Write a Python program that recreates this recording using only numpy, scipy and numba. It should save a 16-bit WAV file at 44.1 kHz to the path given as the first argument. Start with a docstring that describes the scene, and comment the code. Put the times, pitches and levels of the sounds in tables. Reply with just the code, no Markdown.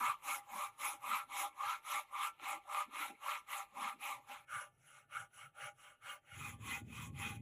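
"""In a workshop, a flat steel file rasps to and fro over an old wooden handle clamped in a vice, at three spots.
Dense catches of its teeth and smooth rubbing excite the modes of wood and file; one favoured tone slides.
The vice groans as a noise-driven resonance, the bench hums and thuds in a low noise band, and air hisses softly.
At the last spot the deep hum grows and part of it becomes an engine-like throb, a sum of harmonics."""
import sys
import numpy as np
from scipy import signal
from scipy.fft import rfft, irfft, next_fast_len
from scipy.io import wavfile
from numba import njit

SR = 44100
rng = np.random.default_rng(int(sys.argv[2]) if len(sys.argv) > 2 else 0)


def generate_wav(signal):
    """Clip the signal to [-1, 1] and save it as 16-bit WAV at the path in sys.argv[1]."""
    frames = np.transpose(np.atleast_2d(signal))
    scaled = np.clip(frames, -1, 1) * 32767
    pcm = np.round(scaled).astype(np.int16)
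    wavfile.write(sys.argv[1], SR, pcm)


N = 326781
T = np.arange(N) / SR
SIZE = next_fast_len(N + SR)   # padded transform length
HZ = np.maximum(np.arange(SIZE // 2 + 1) * SR / SIZE, 1)

# moments when the file moves to another part of the handle: time_s
SPOT_CHANGE_S = [4.45, 6.35]
SPOT = np.searchsorted(SPOT_CHANGE_S, T)   # 0, 1 or 2 at each sample


def amp(db):
    """Decibel law: a level in dB becomes an amplitude ratio."""
    return 10 ** (np.asarray(db) / 20)


def rms_one(x):
    """Power normalization: scale to a root mean square of 1."""
    return x / np.sqrt(np.mean(np.abs(x) ** 2) + 1e-20)


def in_time(rows):
    """Linear interpolation: each column after the time column becomes a curve over all samples."""
    s, *columns = np.transpose(rows)
    return [np.interp(T, s, column) for column in columns]


def at_hz(points):
    """Spectral envelope: dB interpolated over log frequency, as gain on the frequency grid."""
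    hz, level_db = np.transpose(points)
    return amp(np.interp(np.log(HZ), np.log(hz), level_db))


def causal(gain):
    """Minimum phase by folding the cepstrum: nothing rings before its cause."""
    cepstrum = irfft(np.log(gain + 1e-7), SIZE)
    cepstrum[1:SIZE // 2] *= 2
    cepstrum[SIZE // 2 + 1:] = 0
    return np.exp(rfft(cepstrum))


def through(x, response):
    """Linear filtering as a product of spectra; white noise of rms 1 leaves with rms 1."""
    return irfft(rfft(x, SIZE) * rms_one(response), SIZE)[:N]


def band(x, low_hz, high_hz):
    """Band limitation: a steep band-pass, brought to rms 1."""
    sos = signal.butter(3, [low_hz, high_hz], "band", fs=SR, output="sos")
    return rms_one(signal.sosfilt(sos, x))


def drift(rate_hz):
    """Low-pass random modulation: two equal poles at the given rate leave slow noise of rms 1."""
    step = 16   # samples between draws
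    pole = np.exp(-2 * np.pi * rate_hz * step / SR)
    noise = rng.standard_normal(N // step + 3002)
    slow = signal.lfilter([1], [1, -2 * pole, pole * pole], noise)[3000:]   # settled part
    return np.interp(np.arange(N) / step, np.arange(len(slow)), rms_one(slow))


@njit
def sliding_resonance(x, hz, width_hz, sr):
    """A damped second-order resonator whose centre frequency moves sample by sample."""
    out = np.zeros(len(x))
    r = np.exp(-np.pi * width_hz / sr)
    for i in range(2, len(x)):
        feedback = 2 * r * np.cos(2 * np.pi * hz[i] / sr) * out[i - 1] - r * r * out[i - 2]
        out[i] = x[i] - x[i - 2] + feedback
    return out * np.sqrt((1 - r * r) / 2)


def swells(rows):
    """Addition of powers: smooth raised-cosine swells, summed as power."""
    power = 0
    for middle, length, peak_db, *_ in rows:
        phase = np.pi * np.clip((T - middle) / length, -.5, .5)
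        power = power + (amp(peak_db) * np.cos(phase) ** 2) ** 2
    return power


def strokes():
    """Speed-dependent friction: drive sizes of deep wood, wood, file and dust, and the favoured tone."""
    # strokes, pushes and pulls in turn: start_s, fastest_s, end_s, file_level_db,
    # then relative to the file: deep_wood_db, wood_db, dust_db; favoured tone: early_hz, late_hz
    stroke_rows = [(-0.104, 0.068, 0.192, -46.5, -5, 10.5, -6, 1300, 1180),
                   (0.188, 0.316, 0.44, -47.5, -3, 4, 0.5, 1100, 1400),
                   (0.423, 0.618, 0.74, -51, 0.3, 8, -3, 1030, 1160),
                   (0.751, 0.847, 1.02, -47.5, -3, 3.5, -0.3, 1180, 1360),
                   (0.97, 1.145, 1.288, -45.5, -6, 7, -6.4, 1180, 1360),
                   (1.248, 1.398, 1.533, -46.0, -3.5, 3.5, -2.5, 1200, 1250),
                   (1.507, 1.702, 1.832, -48, -7, 8.9, -6.5, 1090, 1360),
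                   (1.793, 1.935, 2.077, -45, -7, 0.5, -5, 1250, 1245),
                   (2.063, 2.251, 2.34, -47, -7.5, 7, -5.5, 1100.0, 1290),
                   (2.357, 2.496, 2.624, -46.5, -5, 2.3, -7.5, 1340, 1165),
                   (2.619, 2.789, 2.89, -48, -1.2, 7.5, -5.5, 1260, 1200),
                   (2.864, 3.014, 3.166, -46.5, -7.5, 2.7, -7, 1230, 1480),
                   (3.161, 3.319, 3.453, -47, -6.5, 6, -7.5, 1190, 1300),
                   (3.448, 3.537, 3.7, -46, -6, 1.5, -6.0, 1235, 1250),
                   (3.693, 3.866, 3.98, -48.5, -5, 6, -6.5, 1060, 1300),
                   (3.968, 4.057, 4.243, -48, -4.6, -0.5, -5.5, 1280, 960),
                   (4.242, 4.327, 4.466, -55.5, -3.5, 5.5, -6, 1360, 1410),
                   (4.448, 4.55, 4.733, -54.5, -6, 9, -1.5, 1250, 1090),
                   (4.701, 4.964, 5.09, -67.5, -7.5, 1.5, -0.2, 1410, 1220),
                   (5.068, 5.158, 5.31, -55.5, -5.5, 7, -4.5, 1329, 1280),
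                   (5.28, 5.406, 5.54, -60, -9, 2.5, -3.5, 1170, 1310),
                   (5.508, 5.646, 5.75, -54, -2.5, 4, -5.5, 1290, 1290),
                   (5.7, 5.868, 6.003, -65.5, -5.5, 5, -2, 1160.0, 1222),
                   (5.985, 6.093, 6.223, -53, -8, 5, -4.5, 1300, 1060),
                   (6.173, 6.467, 6.606, -52, -10.5, -4, -6.5, 1429, 1190),
                   (6.552, 6.727, 6.853, -46, -12.5, -4.5, -7, 1100, 1390),
                   (6.81, 7.014, 7.14, -52, -16, -4.5, -5.5, 1320, 1120.0),
                   (7.104, 7.253, 7.423, -46.5, -10.5, -4, -7, 1180, 1440.0)]
    # swelling with speed, rows deep wood, wood, file, dust: rounding at top speed, power of speed,
    # drag_db relative to the drag at the turns
    speed_laws = [(2.2, 2.94, -1), (1.68, 3.26, -2.2), (1.633, 3.14, 1.1), (2.03, 3.74, -1)]
    # drag that remains at the turns, by spot: level_db
    rest_db = [-76.5, -89.5, -80.5]
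    # change from start to end, by spot and for push then pull: deep_wood_db, wood_db, dust_db
    lean_db = [
        [(-16, -4.5, -3), (13, 0.5, 4.5)],
        [(12, 9, -7), (15, 2, 6)],
        [(5, 3, 8), (14, -4, 1)],
    ]

    rounding, steepness, drag_db = np.transpose(speed_laws)[:, :, None]
    power = amp(drag_db + np.array(rest_db)[SPOT]) ** 2
    leaning = []
    for k, (start, fastest, end, level_db, *colour_db, early_hz, late_hz) in enumerate(stroke_rows):
        span = slice(max(round(start * SR), 0), round(end * SR))
        rise = (T[span] - start) / (fastest - start)
        fall = (end - T[span]) / (end - fastest)
        way = np.clip(np.minimum(rise, fall), 0, 1)
        speed = 1 - (1 - way) ** rounding
        power[:, span] += (amp(level_db) * speed ** steepness) ** 2
        lean = np.array(lean_db[np.searchsorted(SPOT_CHANGE_S, fastest)][k % 2])
        # the lean and the slide are set at one quarter and three quarters of the stroke
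        leaning.append(((3 * start + end) / 4, *(colour_db - lean / 4), early_hz))
        leaning.append(((start + 3 * end) / 4, *(colour_db + lean / 4), late_hz))
    deep_db, wood_db, dust_db, slide_hz = in_time(leaning)
    return np.sqrt(power) * amp([deep_db, wood_db, 0 * T, dust_db]), slide_hz


def teeth():
    """Impulsive and continuous friction: random equal catches under smooth rubbing, the grip wavering."""
    catches_per_s, smooth_share = 2500.0, 0.96   # the share is of power
    signs = rng.choice([-1, 1], N)
    catches = rms_one(signs * (rng.random(N) < catches_per_s / SR))
    smooth = rng.standard_normal(N)
    rub = np.sqrt(smooth_share) * smooth + np.sqrt(1 - smooth_share) * catches
    grip_db = 0.5 * drift(31.5) + 0.5 * drift(170.0)
    return rms_one(rub * amp(grip_db))


def patchy(force):
    """Band-wise modulation: the grain of the wood favours now one range of tones, now another."""
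    patch_db, patch_rate_hz = 3, 15.2
    edges_hz = np.geomspace(450, 17000, 27)
    out = np.zeros(N)
    for k, pair in enumerate(zip(edges_hz, edges_hz[1:])):
        sos = signal.butter(2, pair, "band", fs=SR, output="sos")
        gain = (-1) ** k * amp(patch_db * drift(patch_rate_hz))   # neighbours in opposite sign
        out += gain * signal.sosfilt(sos, force)
    return rms_one(out)


def sheen(dust):
    """Spectral tilt in time: the top treble of the dust is split off and varied in level."""
    # level of the top treble: time_s, level_db
    sheen_rows = [(0.0, 2.5), (0.8, -0.5), (1.6, -4), (4.3, -2), (4.7, 0), (5.3, -0.5), (6.3, 0.5),
                  (7.4, -1)]
    sheen_from_hz = 12800
    body = signal.sosfiltfilt(signal.butter(3, sheen_from_hz, fs=SR, output="sos"), dust)
    return body + amp(in_time(sheen_rows)[0]) * (dust - body)


def tooth_bites():
    """Impulse excitation: single hard bites of a tooth."""
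    # bites, strength ahead of the resonances: time_s, impulse_db
    bite_rows = [(0.027, -51), (0.081, -28.5), (0.535, -37), (1.113, -60), (1.61, -36), (1.939, -41),
                 (2.398, -36.5), (2.747, -21.5), (2.958, -25), (3.845, -25), (4.517, -53.5), (6.614, -54)]
    bites = np.zeros(N)
    for s, impulse_db in bite_rows:
        bites[round(s * SR)] = amp(impulse_db)
    return bites


def favour(force, slide_hz):
    """Position-dependent modal excitation: the point of contact decides which wood tones are driven hardest."""
    slide_width_hz, slide_db = 180.0, 18.0
    evening_db = -9.5   # takes back the loudness the favoured tone adds
    tone = sliding_resonance(force, slide_hz, slide_width_hz, SR) * np.sqrt(slide_width_hz / SR)
    return amp(evening_db) * (force + amp(slide_db) * tone)


def work_response(spot):
    """Modal superposition: powers of resonances and broad colour add into one causal response."""
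    # resonances of wood and file, levels relative:
    # centre_hz, width_hz (6 dB down), spot_1_db, spot_2_db, spot_3_db
    mode_rows = [(594, 53, -9.5, -15, -18), (730, 25, -28, -41, -25), (811, 26, 5, 4, 7),
                 (991, 45, -2, -15, -7), (1010, 36, -23, -10, -9), (1089, 23, -7.5, -81, -2),
                 (1182, 23, -2, -2.5, -0.5), (1240, 98, -11.5, -45, -11.5), (1349.7, 16.5, -4, -42, -11),
                 (1443, 14, -36.5, 2, -7.5), (1635, 35, -19, -22, -17), (2050, 150, -8, -10, 0),
                 (2195, 118, -1.5, 0, -25), (2325, 31, -3, -36.5, -7), (2514, 130, -21, -9, 4.5),
                 (2475, 55, -4, -27, 5), (2697, 17, -5, -7, 0), (2872, 130, -30, -4, -28),
                 (3157, 44, -27, -5.5, -6), (6970, 120, -58, -16, -11), (10560, 1040, -17.5, -7, -3.5)]
    # broad colour between the resonances, one list per spot, levels relative: frequency_hz, density_db
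    colour_lists = [
        [(260, -50), (450, -29), (587, -15.5), (691, -26), (802, -0.5), (876, -7), (1200, -9.5), (1470, -19.5),
         (2230, -8.5), (3970, -17), (4670, -32), (6860, -20.5), (9230, -26), (10700, -19), (15500, -29.5)],
        [(260, -2.5), (450, -15.5), (596, 1.5), (681, -16), (802, -0.5), (1080, -20.5), (1160, -10), (1430, 0),
         (1780, -7), (2950, -8.5), (4880, -29), (5750, -13.5), (9230, -14), (10400, -54), (15500, -15.5)],
        [(260, -34), (450, -13.5), (712, -29), (790, -16), (863, -9.5), (1200, -20.5), (1760, -13), (2470, -6),
         (2740, -14), (3270, -9.5), (4600, -30.5), (6970, -10.5), (9230, -23), (10400, -23), (15500, -20)],
    ]
    # broad colour against the resonances, by spot: gain_db
    colour_gain_db = [0.5, -3, 3]
    narrowest_hz = 26   # the hand on the file damps every mode at least this much
    power = (amp(colour_gain_db[spot]) * at_hz(colour_lists[spot])) ** 2
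    for hz, width_hz, *level_db in mode_rows:
        detuning = 2 * (HZ - hz) / max(width_hz, narrowest_hz)
        power = power + amp(level_db[spot]) ** 2 / (1 + detuning ** 2) ** 2
    return causal(np.sqrt(power))


def rasp(sizes, slide_hz):
    """Source and filter: rubbing and bites drive the resonances of the spot being filed."""
    # borders between deep wood, wood, file and dust: frequency_hz
    split_hz = [900, 1750, 4800]
    deep, wood, steel, dust = patchy(teeth()) * sizes
    bites = tooth_bites()   # blunt blows: they reach wood and file, not the dust
    drives = [deep + bites * sizes[0] / sizes[2],
              favour(wood + bites * sizes[1] / sizes[2], slide_hz),
              steel + bites,
              sheen(dust)]
    part = np.searchsorted(split_hz, HZ)
    out = np.zeros(N)
    for spot in range(3):
        response = work_response(spot)
        for p, drive in enumerate(drives):
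            out += through(drive * (SPOT == spot), response * (part == p))
    return out


def groaning(stroke, hum_db):
    """Addition of powers: the vice's groan swells over a faint share of the stroke, with its pitch."""
    # groans now and then: middle_s, length_s, peak_db, pitch_hz
    groan_rows = [(0.01, 0.14, -61.5, 242), (0.327, 0.27, -72, 298), (0.557, 0.13, -64, 214),
                  (0.867, 0.25, -72.5, 308), (0.954, 0.086, -69, 307), (1.108, .2, -64.5, 220),
                  (1.392, 0.45, -73, 310), (1.958, 0.11, -68, 301), (2.429, 0.1, -69.5, 302),
                  (2.55, 0.16, -68.5, 312), (2.889, 0.079, -68.5, 257), (2.993, 0.29, -66, 320),
                  (3.116, 0.11, -58.5, 273), (3.812, 0.22, -64, 223), (3.96, 0.14, -70.5, 244),
                  (4.114, 0.34, -72.5, 292), (4.32, .1, -71, 241.8)]
    # share that follows the stroke, relative to the file, by spot: level_db
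    under_db = [-32.5, -31, -16]
    late_db, late_hz = -8.5, 227.4   # last spot: steady pitch, this level against the deep hum is added
    power = (stroke * amp(under_db)[SPOT]) ** 2
    power = power + (SPOT == 2) * amp(hum_db + late_db) ** 2
    pitch_hz, = in_time([(middle, hz) for middle, _, _, hz in groan_rows])
    return np.sqrt(power + swells(groan_rows)), np.where(SPOT == 2, late_hz, pitch_hz)


def vice(stroke, hum_db):
    """Resonance under noise excitation: a rumble drives a narrow groan of moving pitch."""
    groan_size, groan_hz = groaning(stroke, hum_db)
    rumble = band(rng.standard_normal(N), 142.0, 560.0) * amp(2.1 * drift(21.0))
    return groan_size * rms_one(sliding_resonance(rumble, groan_hz, 45.0, SR))   # width in Hz


def engine_throb():
    """Harmonic synthesis: multiples of one wavering rate, each drifting in level."""
    # partials, levels relative: multiple of the rate, level_db
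    order_rows = [(3, -12), (4, 0), (5, 2.5), (6, 3), (7, -7.5), (8, -15), (9, -4), (12, -13)]
    mean_rate_hz = 18.15
    turns = np.cumsum(mean_rate_hz * (1 + .006 * drift(2))) / SR
    throb = np.zeros(N)
    for multiple, level_db in order_rows:
        partial = np.sin(2 * np.pi * (multiple * turns + rng.random()))
        throb += amp(level_db + 3.1 * drift(1.72)) * partial
    return rms_one(throb)


def bench(hum_db):
    """Power-shared mixture: low noise hums and thuds; late on, a throb takes part of its power."""
    # thuds under the hands: middle_s, length_s, peak_db
    thud_rows = [(0.1, 0.1, -68.5), (1.67, .06, -73), (3.8, 0.16, -86), (4.56, .12, -65.5),
                 (5.06, 0.11, -79), (5.2, 0.22, -64), (5.47, 0.1, -64), (5.66, 0.13, -66),
                 (5.91, 0.058, -84), (6.05, 0.066, -77)]
    throb_from_s, throb_share = 6.3, .45
    share = throb_share * (T > throb_from_s)
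    lumps = band(rng.standard_normal(N), 95.0, 149.3) * amp(3.0 * drift(5.7))
    hum = np.sqrt(share) * engine_throb() + np.sqrt(1 - share) * lumps_normalized(lumps)
    return np.sqrt(amp(hum_db) ** 2 + swells(thud_rows)) * hum


def lumps_normalized(lumps):
    """Power normalization of the lumpy low noise, so that its share of the hum is a share of power."""
    return rms_one(lumps)


def workshop_air():
    """Stationary coloured noise: still air, its level set by spot."""
    # spectral shape, levels relative: frequency_hz, density_db
    air_points = [(15, -18), (40, 4.5), (130, -3), (300, -2.5), (800, -2.5), (1300, -31), (4800, -43),
                  (10500, -17), (15500, -31)]
    # level of the air by spot: level_db
    air_db = [-80.5, -83, -78]
    return amp(air_db)[SPOT] * through(rng.standard_normal(N), at_hz(air_points))


def scene():
    """Linear superposition of file on wood, vice, bench and still air."""
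    # deep hum of the bench: time_s, level_db
    hum_rows = [(0.0, -80), (0.7, -87), (1.1, -80), (1.6, -93.5), (3.6, -88.5), (4.4, -83), (4.6, -77.5),
                (5.5, -81.5), (6.25, -83), (6.384, -54), (7.41, -50)]
    hum_db, = in_time(hum_rows)
    sizes, slide_hz = strokes()
    out = rasp(sizes, slide_hz) + vice(sizes[2], hum_db) + bench(hum_db) + workshop_air()
    return out[None]


def record(dry):
    """Band limitation: an elliptic low-pass cuts the top steeply."""
    cutoff_hz = 15450
    return signal.sosfilt(signal.ellip(12, .5, 70, cutoff_hz, fs=SR, output="sos"), dry)


dry = scene()
out = record(dry)
generate_wav(out)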